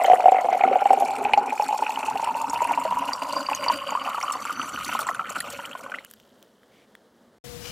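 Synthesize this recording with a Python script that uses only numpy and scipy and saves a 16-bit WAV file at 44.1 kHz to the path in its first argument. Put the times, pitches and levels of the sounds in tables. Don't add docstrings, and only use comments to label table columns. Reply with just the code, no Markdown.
import sys
import numpy as np
from scipy import signal
from scipy.fft import rfft, irfft, next_fast_len
from scipy.io import wavfile
from scipy.ndimage import uniform_filter1d

SR = 44100
rng = np.random.default_rng(int(sys.argv[2]) if len(sys.argv) > 2 else 0)


def volts_from_decibels(level):
    exponent = np.asarray(level, float) / 20
    return 10 ** exponent


def inscribe(sig):
    pcm = np.round(np.clip(np.atleast_2d(sig).T, -1, 1) * 32767)
    wavfile.write(sys.argv[1], SR, pcm.astype(np.int16))


N = 340319
T = np.arange(N) / SR

# (time [s], force [dB], break-up into spray [dB], air dragged under [dB])
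STREAM = [(0, -39.5, -4, 1.5), (.27, -47.5, -4, 2.5), (.7, -41, -7.5, -1.5), (1.01, -46, -1.5, 0),
          (1.43, -44.5, -9.5, -0.8), (1.57, -46.5, 1.5, -2), (2.2, -45.5, -1, 1.5), (3.04, -45, -2, 4),
          (3.44, -45, 1, -2.5), (3.75, -39.5, -5, -4.5), (4.2, -42.5, -1, 5.5), (4.55, -45, -2, -0.5),
          (4.8, -41, -1, -5.5), (4.92, -35.5, 0.3, -5), (5.12, -43.5, -4, 9), (5.3, -45, -6.5, 1),
          (5.47, -49, 2, 4.5), (5.56, -40, 0, -5), (5.72, -40.5, -6, -1.5), (5.8, -54, -1.5, 10),
          (6.01, -53, -9.5, 4), (6.07, -62.5, -4, -12.5), (6.5, -85, 2, -11.5)]
# (time [s], relative level [dB], starting pitch [Hz])
LARGE_BUBBLES = [(0.044, -7, 764), (0.081, -7, 690), (0.099, -2, 718), (0.113, -8, 740), (0.133, -2.5, 737),
                 (0.183, -24.5, 716), (0.241, -9.5, 699), (0.257, -2, 733), (0.282, -2.5, 758),
                 (0.32, -5, 755), (0.345, -9, 755), (0.366, -12.5, 752), (0.386, -9, 708),
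                 (0.445, -10, 695), (0.486, -9.5, 776), (0.527, -8, 738), (0.547, -12, 720),
                 (0.607, -9.5, 795), (0.637, -5, 761), (0.676, -11.5, 767), (0.712, -11.5, 544),
                 (0.73, -11, 735), (0.756, -6, 740), (0.817, -9.5, 792), (0.856, -5.5, 798),
                 (0.905, -2.5, 764), (0.931, -5.5, 765), (0.974, -15, 748), (1.007, -14, 783),
                 (1.022, -8.5, 712), (1.254, -11, 820), (1.295, -19, 870), (1.336, -7, 836),
                 (1.375, -6, 798), (1.523, -16.5, 848), (1.597, -10, 848), (1.622, -15, 846),
                 (1.688, -16.5, 854), (1.708, -18, 868), (1.727, -13.5, 888), (1.742, -16, 834),
                 (1.79, -18.5, 886), (1.823, -13.5, 878), (1.893, -17, 870), (1.973, -15.5, 914),
                 (2.029, -18, 890), (2.082, -18, 862), (2.109, -19, 933), (2.155, -14.5, 786),
                 (2.196, -16, 933), (2.227, -17, 820), (2.273, -14, 956), (2.288, -15, 952),
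                 (2.35, -18.5, 880), (2.532, -17.5, 937), (2.557, -17.5, 913), (2.605, -16, 990),
                 (2.618, -10, 947), (2.65, -15, 963), (2.709, -12.5, 913), (2.775, -13.5, 930),
                 (2.852, -15.5, 632), (2.91, -16, 968), (2.923, -12, 957), (2.97, -13, 960),
                 (3.019, -19.5, 980), (3.089, -15.5, 930), (3.219, -16, 977), (3.332, -19, 962),
                 (3.365, -17.5, 1037), (3.487, -14, 1087), (3.514, -13.5, 866), (3.663, -15.5, 960),
                 (3.681, -12, 980), (3.699, -6, 963), (3.921, -17, 862), (3.951, -11, 1023),
                 (3.973, -16.5, 1180), (4.016, -22, 1180), (4.145, -14.5, 1254), (4.179, -16.5, 950),
                 (4.282, -21, 1250), (4.352, -17, 1020), (4.452, -19, 1340), (4.495, -18, 1370),
                 (4.573, -23.5, 1340), (4.596, -14.5, 1306), (4.775, -19.5, 1416), (4.89, -20.5, 960),
                 (4.923, -18, 1450), (4.95, -13, 1040), (4.991, -18, 1400), (5.068, -19.5, 1030),
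                 (5.089, -13, 1064), (5.147, -21, 1460), (5.194, -15, 1330), (5.357, -19.5, 1310),
                 (5.364, -19, 1450), (5.535, -30, 560), (5.591, -24.5, 965), (5.751, -22, 1030),
                 (5.862, -26.5, 1110), (5.919, -23, 1470), (5.94, -23, 1400)]
# (time [s], level [dB], starting pitch [Hz])
SMALL_BUBBLES = [(0.0445, -17, 2000), (0.118, -22.5, 1875), (0.384, -20, 2000), (0.5316, -23.5, 2240),
                 (0.611, -17.5, 2260), (0.6371, -14, 2080), (0.729, -23, 2110), (1.25, -17.5, 2420),
                 (1.3349, -8, 2670), (1.505, -22.5, 2330), (1.578, -26, 2300), (1.906, -23, 2520),
                 (1.959, -21.5, 2780), (2.174, -24, 2620), (2.2452, -26, 2780), (3.5321, -17.5, 2530),
                 (3.872, -23, 2860), (4.2122, -21.5, 2106), (4.616, -22, 2830), (4.893, -24, 2577),
                 (5.088, -18, 1780), (5.356, -26, 2600), (5.407, -21.5, 1770), (5.654, -37, 2900),
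                 (5.713, -30.5, 2620), (5.9443, -22, 1880), (5.986, -24.5, 1980)]
# (time [s], relative level [dB], treble note [Hz])
SPITS = [(0.037, -20.5, 8070), (0.3174, -27, 7330), (0.411, -31, 6500), (0.933, -26.5, 8210),
         (1.336, -27, 9900), (1.376, -30, 5640), (1.623, -25, 5420), (1.6637, -32.5, 5400),
         (2.246, -24, 8500), (2.4976, -22, 5480), (2.6205, -22.5, 7200), (2.672, -26.5, 9720),
         (2.799, -25.5, 7900), (3.133, -18, 5630), (3.408, -28.5, 6830), (3.549, -13, 6350),
         (3.9058, -22.5, 6850), (4.228, -18, 5530), (4.322, -16.5, 7740), (4.4524, -24, 7220),
         (4.9898, -29, 8700), (5.0684, -21, 7540), (5.147, -26.5, 9200), (5.302, -21, 7400),
         (5.404, -14.5, 9700)]
# (time [s], level [dB], note [Hz])
CLINKS = [(3.133, -18, 4700), (3.466, -23.5, 4670), (3.684, -13.5, 4630)]
# (time [s], level [dB], note [Hz], relative click level [dB])
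TICKS = [(6.048, -34, 1550, -30), (6.1118, -41.5, 1600, -33.5), (6.137, -41, 1650, -35),
         (6.2001, -41.5, 3030, -51.5), (6.427, -39, 3230, -45), (6.6325, -45, 1676, -61),
         (6.952, -33, 1800, -47)]
# (start [s], length [s], level [dB])
RUSTLE = (6.71, .15, -64)
# (frequency [Hz], relative level [dB])
GURGLE_SPECTRUM = [(200, -32), (400, -4), (600, 0.5), (1450, -0.5), (1650, -18), (2200, -12.5),
                   (5000, -55.5)]
# (frequency [Hz], relative level [dB])
SPLASH_SPECTRUM = [(760, -27.5), (1300, 1.5), (1440, -3.5), (1640, -11), (2440, -6), (2940, -8),
                   (3420, -22), (4300, -21.5), (5590, -52), (9460, -120)]
# (frequency [Hz], relative level [dB])
SPRAY_SPECTRUM = [(2000, -47), (3300, -3.5), (3900, -10), (4400, -1.5), (5000, -10.5), (5500, -3),
                  (6250, -6), (7300, -0.5), (8600, -5.5), (9500, -6), (10000, -8), (14300, -13),
                  (15500, -20), (15900, -46.5)]
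# (frequency [Hz], relative level [dB])
BURST_SPECTRUM = [(150, -42.5), (450, 7), (1200, -2), (3000, 2.5), (4000, -21), (8000, -19), (16000, -47)]
# (frequency [Hz], relative level [dB])
ROOM_SPECTRUM = [(15, -59.5), (25, -27), (55, -23), (149, -18.5), (223, 2), (300, -6.5), (449, -5),
                 (487, -2.5), (814, -12), (1830, -17.5), (2530, -30), (3220, -23), (15900, -37.5)]
# (frequency [Hz], relative level [dB])
RUMBLE_SPECTRUM = [(20, -26), (60, -5), (150, 0), (210, -3), (400, -30), (SR / 2, -90)]
# (frequency at best fill [Hz], sag per fill [Hz],
# width [Hz], level [dB], best fill [0-1], fill span for -10 dB [share of a full bowl])
WALL_MODES = [(269.4, 2, 35, -45, 0.34, 0.43), (403, -1, 110, -40.5, 0.088, 0.34),
              (560, 1, 60, -39.5, 0.59, 0.1), (564, -0.5, 32, -45.5, 0.96, -0.1),
              (203, 0, 20, -49, 0.48, -0.02), (229.8, 3.5, 77, -49.5, 1, 0.5),
              (5400, 400.5, 150, -58.5, .28, 0.04), (4760, 920.5, 90, -47, 0.551, 0.23),
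              (6020, 1500, 130, -53, 0.78, 0.07)]
# (frequency [Hz], relative level [dB])
FRYING_SPECTRUM = [(20, -22), (60, -2.5), (175, -5), (400, -20), (900, -21.5), (5240, -23), (15900, -31)]
# (left [dB], right [dB])
FRYING_DB = (-38, -53.5)
# (frequency [Hz], width [Hz], relative level [dB])
SCRAPE_MODES = [(2420, 90, -9), (2920, 180, -4), (3747, 180, -24.5), (5040, 1500, -5.5), (1450, 880, -8.5)]
# (frequency [Hz], left level [dB], right level [dB])
HUM = [(479, -42, -71), (717, -56, -77)]

ROOM_END, STALL_START = 7.384, 7.439

FULL_S = 6.05
FILL = np.clip(T / FULL_S, 0, 1)
AIR_START_HZ, AIR_SHRINK = 718.5, 0.535
AIR_HZ = AIR_START_HZ / (1 - AIR_SHRINK * FILL)
UPPER_HZ, UPPER_CLIMB_HZ = 2000, 1180
DAMPED_START, DAMPED_END = 0.15, 0.96

GURGLE_DB, GURGLE_FADE_DB = 19.5, 15
WASH = 0.6
LULL_S, LULL_DB = 0.022, -5
SPLASH_DB = 3.5
REFERENCE_FORCE_DB = -44
SPRAY_DB, SPRAY_FOLLOWS = -45, 0.59
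MIST_DB = -7
RIM_HZ, RIM_DB = 1462, -7.5
SHIFT_S = 3.13
CENTRED_DB, BELL_ABOVE_HZ = -15, 4000
SPIT_SPREAD = 0.436
SHALLOW_SHORTENS = 0.45
BURST_DB, BURST_GROWS_DB = -29, 9.5
SLAP_DB = -24.5
FOAM_HZ, FOAM_DB, FOAM_FADE_DB_PER_S = 3080, -64.5, 16

ROOM_DB = -59
RUMBLE_DB, RUMBLE_AFTER_DB = -65, -6.5
RUMBLE_GROWS_S, RUMBLE_ENDS_S = 1.9, 5.7
SCRAPE_S, SCRAPE_DB = 7.66, -34.5
SCRAPE_RISE_DB_PER_S, SCRAPE_FALL_DB_PER_S = 326.5, 120


def noise():
    return rng.standard_normal(N)


def evened(x):
    return x / np.sqrt(np.mean(x ** 2) + 1e-20)


def columns(rows):
    s, *values = np.transpose(rows)
    return [np.interp(T, s, v) for v in values]


def colour(x, points):
    hz, db = np.transpose(points)
    size = next_fast_len(N)
    bins = np.fft.rfftfreq(size, 1 / SR)
    gain = volts_from_decibels(np.interp(np.log(bins + 1), np.log(hz + 1), db))
    return evened(irfft(rfft(x, size) * gain, size)[:N])


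def resonate(x, hz, width):
    turn = np.exp(2j * np.pi * np.cumsum(hz * np.ones(N)) / SR)
    r = np.exp(-np.pi * width / SR)
    return 2 * (turn * signal.lfilter([1 - r], [1, -r], x / turn)).real


def bubble(hz, t60, glide, rise):
    t = np.arange(round(np.clip(t60, .003, .12) * SR)) / SR
    shape = (1 - np.exp(-t / rise)) * volts_from_decibels(-60 * t / t60)
    cycles = np.minimum(hz * t * (1 + glide * t / t60), .4 * SR * t)
    return shape / shape.max() * np.sin(2 * np.pi * cycles)


def add(mix, s, sound):
    part = mix[round(s * SR):][:len(sound)]
    part += sound[:len(part)]


def clumps(depth_db, s):
    width = round(s * SR)
    slow = uniform_filter1d(uniform_filter1d(noise(), width), width)
    return volts_from_decibels(depth_db * evened(slow))


def patchy(x, depth_db):
    z = signal.stft(x, nperseg=256, noverlap=192)[2]
    patches = rng.standard_normal(z.shape)
    patches = uniform_filter1d(uniform_filter1d(patches, 6, axis=0), 20, axis=1)
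    z = z * volts_from_decibels(depth_db * evened(patches))
    return evened(signal.istft(z, nperseg=256, noverlap=192)[1][:N])


def surges(per_s, t60, steady):
    lumps = np.minimum(rng.exponential(1, N), 2) * (rng.random(N) < per_s / SR)
    fading = signal.lfilter([1], [1, -volts_from_decibels(-60 / (t60 * SR))], lumps)
    return evened(steady + uniform_filter1d(fading, 40))


def swarm(lo_hz, hi_hz, per_s, cycles, spread_db, count=24, glide=0.17):
    size = volts_from_decibels(spread_db * np.minimum(rng.exponential(1, N), 4)) * (rng.random(N) < per_s / SR)
    kind, out = rng.integers(0, count, N), np.zeros(N)
    for k, hz in enumerate(np.geomspace(lo_hz, hi_hz, count)):
        ring = bubble(hz, cycles / hz, glide=glide, rise=0.067 / hz) * np.sqrt(hz)
        out += signal.oaconvolve(size * (kind == k), ring)[:N]
    return evened(out)


def room():
    rumble = colour(noise(), RUMBLE_SPECTRUM)
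    hush = volts_from_decibels(ROOM_DB) * colour(noise(), ROOM_SPECTRUM) * clumps(depth_db=1.0, s=0.03)
    strong = np.clip(np.minimum(T - RUMBLE_GROWS_S, RUMBLE_ENDS_S - T) / 0.44 + .5, 0, 1)
    rumble_db = RUMBLE_DB + 6.5 * strong * (0.81 + 0.059 * T) + RUMBLE_AFTER_DB * (T > FULL_S)
    return hush + volts_from_decibels(rumble_db) * rumble * clumps(depth_db=3.0, s=0.19)


def lulls():
    gathering = np.zeros(N)
    for s, *_ in LARGE_BUBBLES:
        add(gathering, max(s - LULL_S, 0), np.ones(round(LULL_S * SR)))
    return volts_from_decibels(LULL_DB * uniform_filter1d(np.minimum(gathering, 1), 300))


def gurgle(surge, level_db):
    damped = np.clip(DAMPED_START + (DAMPED_END - DAMPED_START) * FILL ** 2.4, 0, 1)
    bubbles = swarm(461, 1360, per_s=350, cycles=23.6, spread_db=0.5) + WASH * noise()
    bubbles = colour(bubbles * surge ** 0.78, GURGLE_SPECTRUM)
    pinches = np.minimum(rng.exponential(1, N), 2) * (rng.random(N) < 170. 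/ SR)
    pinches = colour(pinches, GURGLE_SPECTRUM)
    narrow = resonate(resonate(bubbles + 1.2 * pinches, AIR_HZ, 70.0), AIR_HZ, 330.0)
    wide = resonate(resonate(bubbles, AIR_HZ, 310.0), AIR_HZ, 980.0)
    ringing = (1 - damped) * narrow + 1.3 * damped * (1 - 0.75 * FILL ** 9) * wide
    direct = (0.038 + 0.4 * damped ** 3) * bubbles
    return volts_from_decibels(level_db) * lulls() * evened(ringing + direct)


def splash(surge, force_db):
    upper_hz = UPPER_HZ + UPPER_CLIMB_HZ * np.sin(np.pi / 2 * FILL)
    small = swarm(1265, 4000, per_s=550, cycles=28, spread_db=3.0, glide=0.54) + 0.4 * noise()
    small = patchy(colour(small * surge ** 0.49, SPLASH_SPECTRUM), depth_db=3.5)
    return volts_from_decibels(force_db + SPLASH_DB) * evened(0.49 * small + resonate(small, upper_hz, 200.0))


def spray_texture():
    drops = swarm(3500, 15500, per_s=1400, cycles=52, spread_db=3.5, count=16) + .95 * noise()
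    drops = patchy(colour(drops, SPRAY_SPECTRUM), depth_db=2)
    return drops + volts_from_decibels(MIST_DB) * FILL * evened(np.diff(drops, 2, prepend=[0, 0]))


def spray(surge, force_db, breakup_db):
    level_db = SPRAY_DB + SPRAY_FOLLOWS * (force_db - REFERENCE_FORCE_DB) + breakup_db
    spatter = volts_from_decibels(level_db) * evened(surge ** 0.48 * surges(per_s=56, t60=0.035, steady=0.47))
    gate = uniform_filter1d(1. * (clumps(depth_db=1, s=.03) > volts_from_decibels(.55)), 300)
    side = volts_from_decibels(-13) * gate * spatter * spray_texture()
    return spatter * spray_texture() + np.array([side, -side])


def wall(surge, force_db):
    knocks = noise() * surge ** .5 * surges(per_s=35, t60=0.12, steady=0.38)
    modes = [(RIM_HZ, 60., force_db + SPLASH_DB + RIM_DB - 8 * (1 - FILL) ** 2)]
    slosh = clumps(depth_db=.025, s=.06)
    for hz, sag_hz, width, db, best, span in WALL_MODES:
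        level_db = db - 10 * ((FILL - best) / span) ** 2 + .5 * (force_db - REFERENCE_FORCE_DB)
        level_db = level_db + CENTRED_DB * (T < SHIFT_S) * (hz > BELL_ABOVE_HZ) * (best > .5)
        bent_hz = (hz - sag_hz * (FILL - best)) * slosh ** (1 + 2000 / hz)
        modes.append((bent_hz, width, level_db))
    return sum(volts_from_decibels(db) * evened(resonate(resonate(knocks, hz, width), hz, 2.2 * width))
               for hz, width, db in modes)


def pour():
    force_db, breakup_db, dragged_db = columns(STREAM)
    surge = surges(per_s=40, t60=0.16, steady=1.5 - 1.05 * FILL)
    stream = gurgle(surge, force_db + dragged_db + GURGLE_DB - GURGLE_FADE_DB * FILL)
    stream = stream + splash(surge, force_db) + wall(surge, force_db)
    running = np.clip((6.25 - T) / 0.24, 0, 1)
    return (stream + spray(surge, force_db, breakup_db)) * running


def spits():
    notes, puff, snap = np.zeros((3, N))
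    t = np.arange(1800) / SR
    for s, db, hz in SPITS:
        add(notes, s, volts_from_decibels(db - 3.5) * bubble(hz, 45 / hz, glide=0.043, rise=0.00068))
        add(puff, s, volts_from_decibels(db - 19.0 - 60 * t / 0.07))
        add(snap, s, volts_from_decibels(db - 21.0 + 9.9 * np.log2(hz / 8000) - 60 * t / 0.024))
    mist, beside = (patchy(colour(noise(), SPRAY_SPECTRUM), depth_db=10.0) for _ in range(2))
    crack = evened(np.diff(mist, 2, prepend=[0, 0]))
    side = SPIT_SPREAD * (puff + snap) * beside
    return notes + puff * mist + snap * crack + np.array([side, -side])


def large_bubbles():
    tones, kick = np.zeros((2, N))
    t = np.arange(1500) / SR
    strays = rng.uniform(-1, 1, (len(LARGE_BUBBLES), 2))
    for (s, db, hz), (detune, late) in zip(LARGE_BUBBLES, strays):
        start = round(s * SR)
        ring = 1 - SHALLOW_SHORTENS * FILL[start] ** 2
        slap = bubble(hz * 1.2, 5 / hz, glide=0.9, rise=0.000098)
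        neighbour = bubble(hz * (0.823 + 0.18 * detune), 24 / hz, glide=0.06, rise=0.002)
        air = bubble(AIR_HZ[start], 0.1 * ring, glide=0.0098, rise=0.0013)
        add(tones, s, volts_from_decibels(db) * bubble(hz, 50 / hz * ring, glide=0.03, rise=0.0007))
        add(tones, s, volts_from_decibels(db + SLAP_DB) * slap)
        add(tones, s + 0.00345 * (1 + late), volts_from_decibels(db - 8.5) * neighbour)
        add(tones, s, volts_from_decibels(db - 9.5) * air)
        add(kick, s, volts_from_decibels(db - 60 * t / 0.058))
    burst = kick * patchy(colour(noise(), BURST_SPECTRUM), depth_db=2)
    tones = signal.sosfilt(signal.butter(2, 230., "high", fs=SR, output="sos"), tones)
    return 0.76 * tones + volts_from_decibels(BURST_DB + BURST_GROWS_DB * FILL) * burst


def small_bubbles():
    notes, kick = np.zeros((2, N))
    t = np.arange(1800) / SR
    for s, db, hz in SMALL_BUBBLES:
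        add(notes, s, volts_from_decibels(db) * bubble(hz, 36 / hz, glide=0.18, rise=0.00023))
        add(kick, s, volts_from_decibels(db - 13 - 60 * t / 0.084))
    return notes + kick * patchy(colour(noise(), SPLASH_SPECTRUM), depth_db=10.0)


def clinks():
    out = np.zeros(N)
    for s, db, hz in CLINKS:
        add(out, s, volts_from_decibels(db) * bubble(hz, 0.024, glide=0, rise=0.00038))
    return out


def foam():
    fizz = swarm(2900, 14000, per_s=610, cycles=13, spread_db=0.5, count=12)
    fizz = evened(fizz + 3 * resonate(fizz, FOAM_HZ, 500.))
    fade = volts_from_decibels(FOAM_DB - FOAM_FADE_DB_PER_S * (T - FULL_S))
    return fade * np.clip((T - FULL_S) / .15 + 1, 0, 1) * fizz


def ticks():
    out, t = np.zeros(N), np.arange(400) / SR
    puffs = rng.standard_normal((len(TICKS), 400))
    for (s, db, hz, click_db), puff in zip(TICKS, puffs):
        click = np.diff(puff, prepend=0) + 0.39 * uniform_filter1d(puff, 5)
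        add(out, s, volts_from_decibels(db) * bubble(hz, 10 / hz, glide=0.043, rise=0.000089))
        add(out, s, volts_from_decibels(db - 10.5) * bubble(1.86 * hz, 20 / hz, glide=0.032, rise=0.000205))
        add(out, s, volts_from_decibels(click_db - 2.5 - 60 * t / 0.0098) * click)
    return out


def rustle():
    grit = noise() * clumps(depth_db=1.0, s=.003)
    sound = resonate(grit, 3000.0, 800.0) + 2.5 * resonate(grit, 2200.0, 350.)
    start, length, db = RUSTLE
    swell = np.clip(np.minimum(T - start, start + length - T) / 0.015, 0, 1)
    return volts_from_decibels(db) * swell * evened(sound)


def frying():
    return np.array([volts_from_decibels(db) * colour(noise(), FRYING_SPECTRUM) for db in FRYING_DB])


def motor():
    waver = clumps(depth_db=2.0, s=0.015)
    out = np.zeros((2, N))
    for hz, *db in HUM:
        cycles = np.cumsum(hz * clumps(depth_db=.15, s=.008)) / SR
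        out += volts_from_decibels(db)[:, None] * np.sqrt(2) * waver * np.sin(2 * np.pi * cycles)
    return out


def scraper():
    grit = noise() * clumps(depth_db=2.0, s=.002)
    scrape = sum(volts_from_decibels(db) * evened(resonate(grit, hz, width)) for hz, width, db in SCRAPE_MODES)
    rise_db, fall_db = SCRAPE_RISE_DB_PER_S * (T - SCRAPE_S), SCRAPE_FALL_DB_PER_S * (SCRAPE_S - T)
    stroke_db = SCRAPE_DB + np.minimum(rise_db, fall_db)
    return volts_from_decibels(stroke_db) * evened(scrape) * volts_from_decibels([[0], [-16]])


def scene():
    table = room() + pour() + spits() + large_bubbles() + small_bubbles() + clinks()
    table = table + foam() + ticks() + rustle()
    stall = frying() + motor() + scraper()
    return table * (T < ROOM_END) + stall * np.clip((T - STALL_START) / 0.0049, 0, 1)


def roll_off(x):
    return signal.sosfilt(signal.butter(12, 16010, fs=SR, output="sos"), x)


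def record(dry):
    cut = signal.sosfilt(signal.butter(2, 45., "high", fs=SR, output="sos"), dry)
    return roll_off(np.clip(cut, -.98, .98))


dry = scene()
out = record(dry)
inscribe(out)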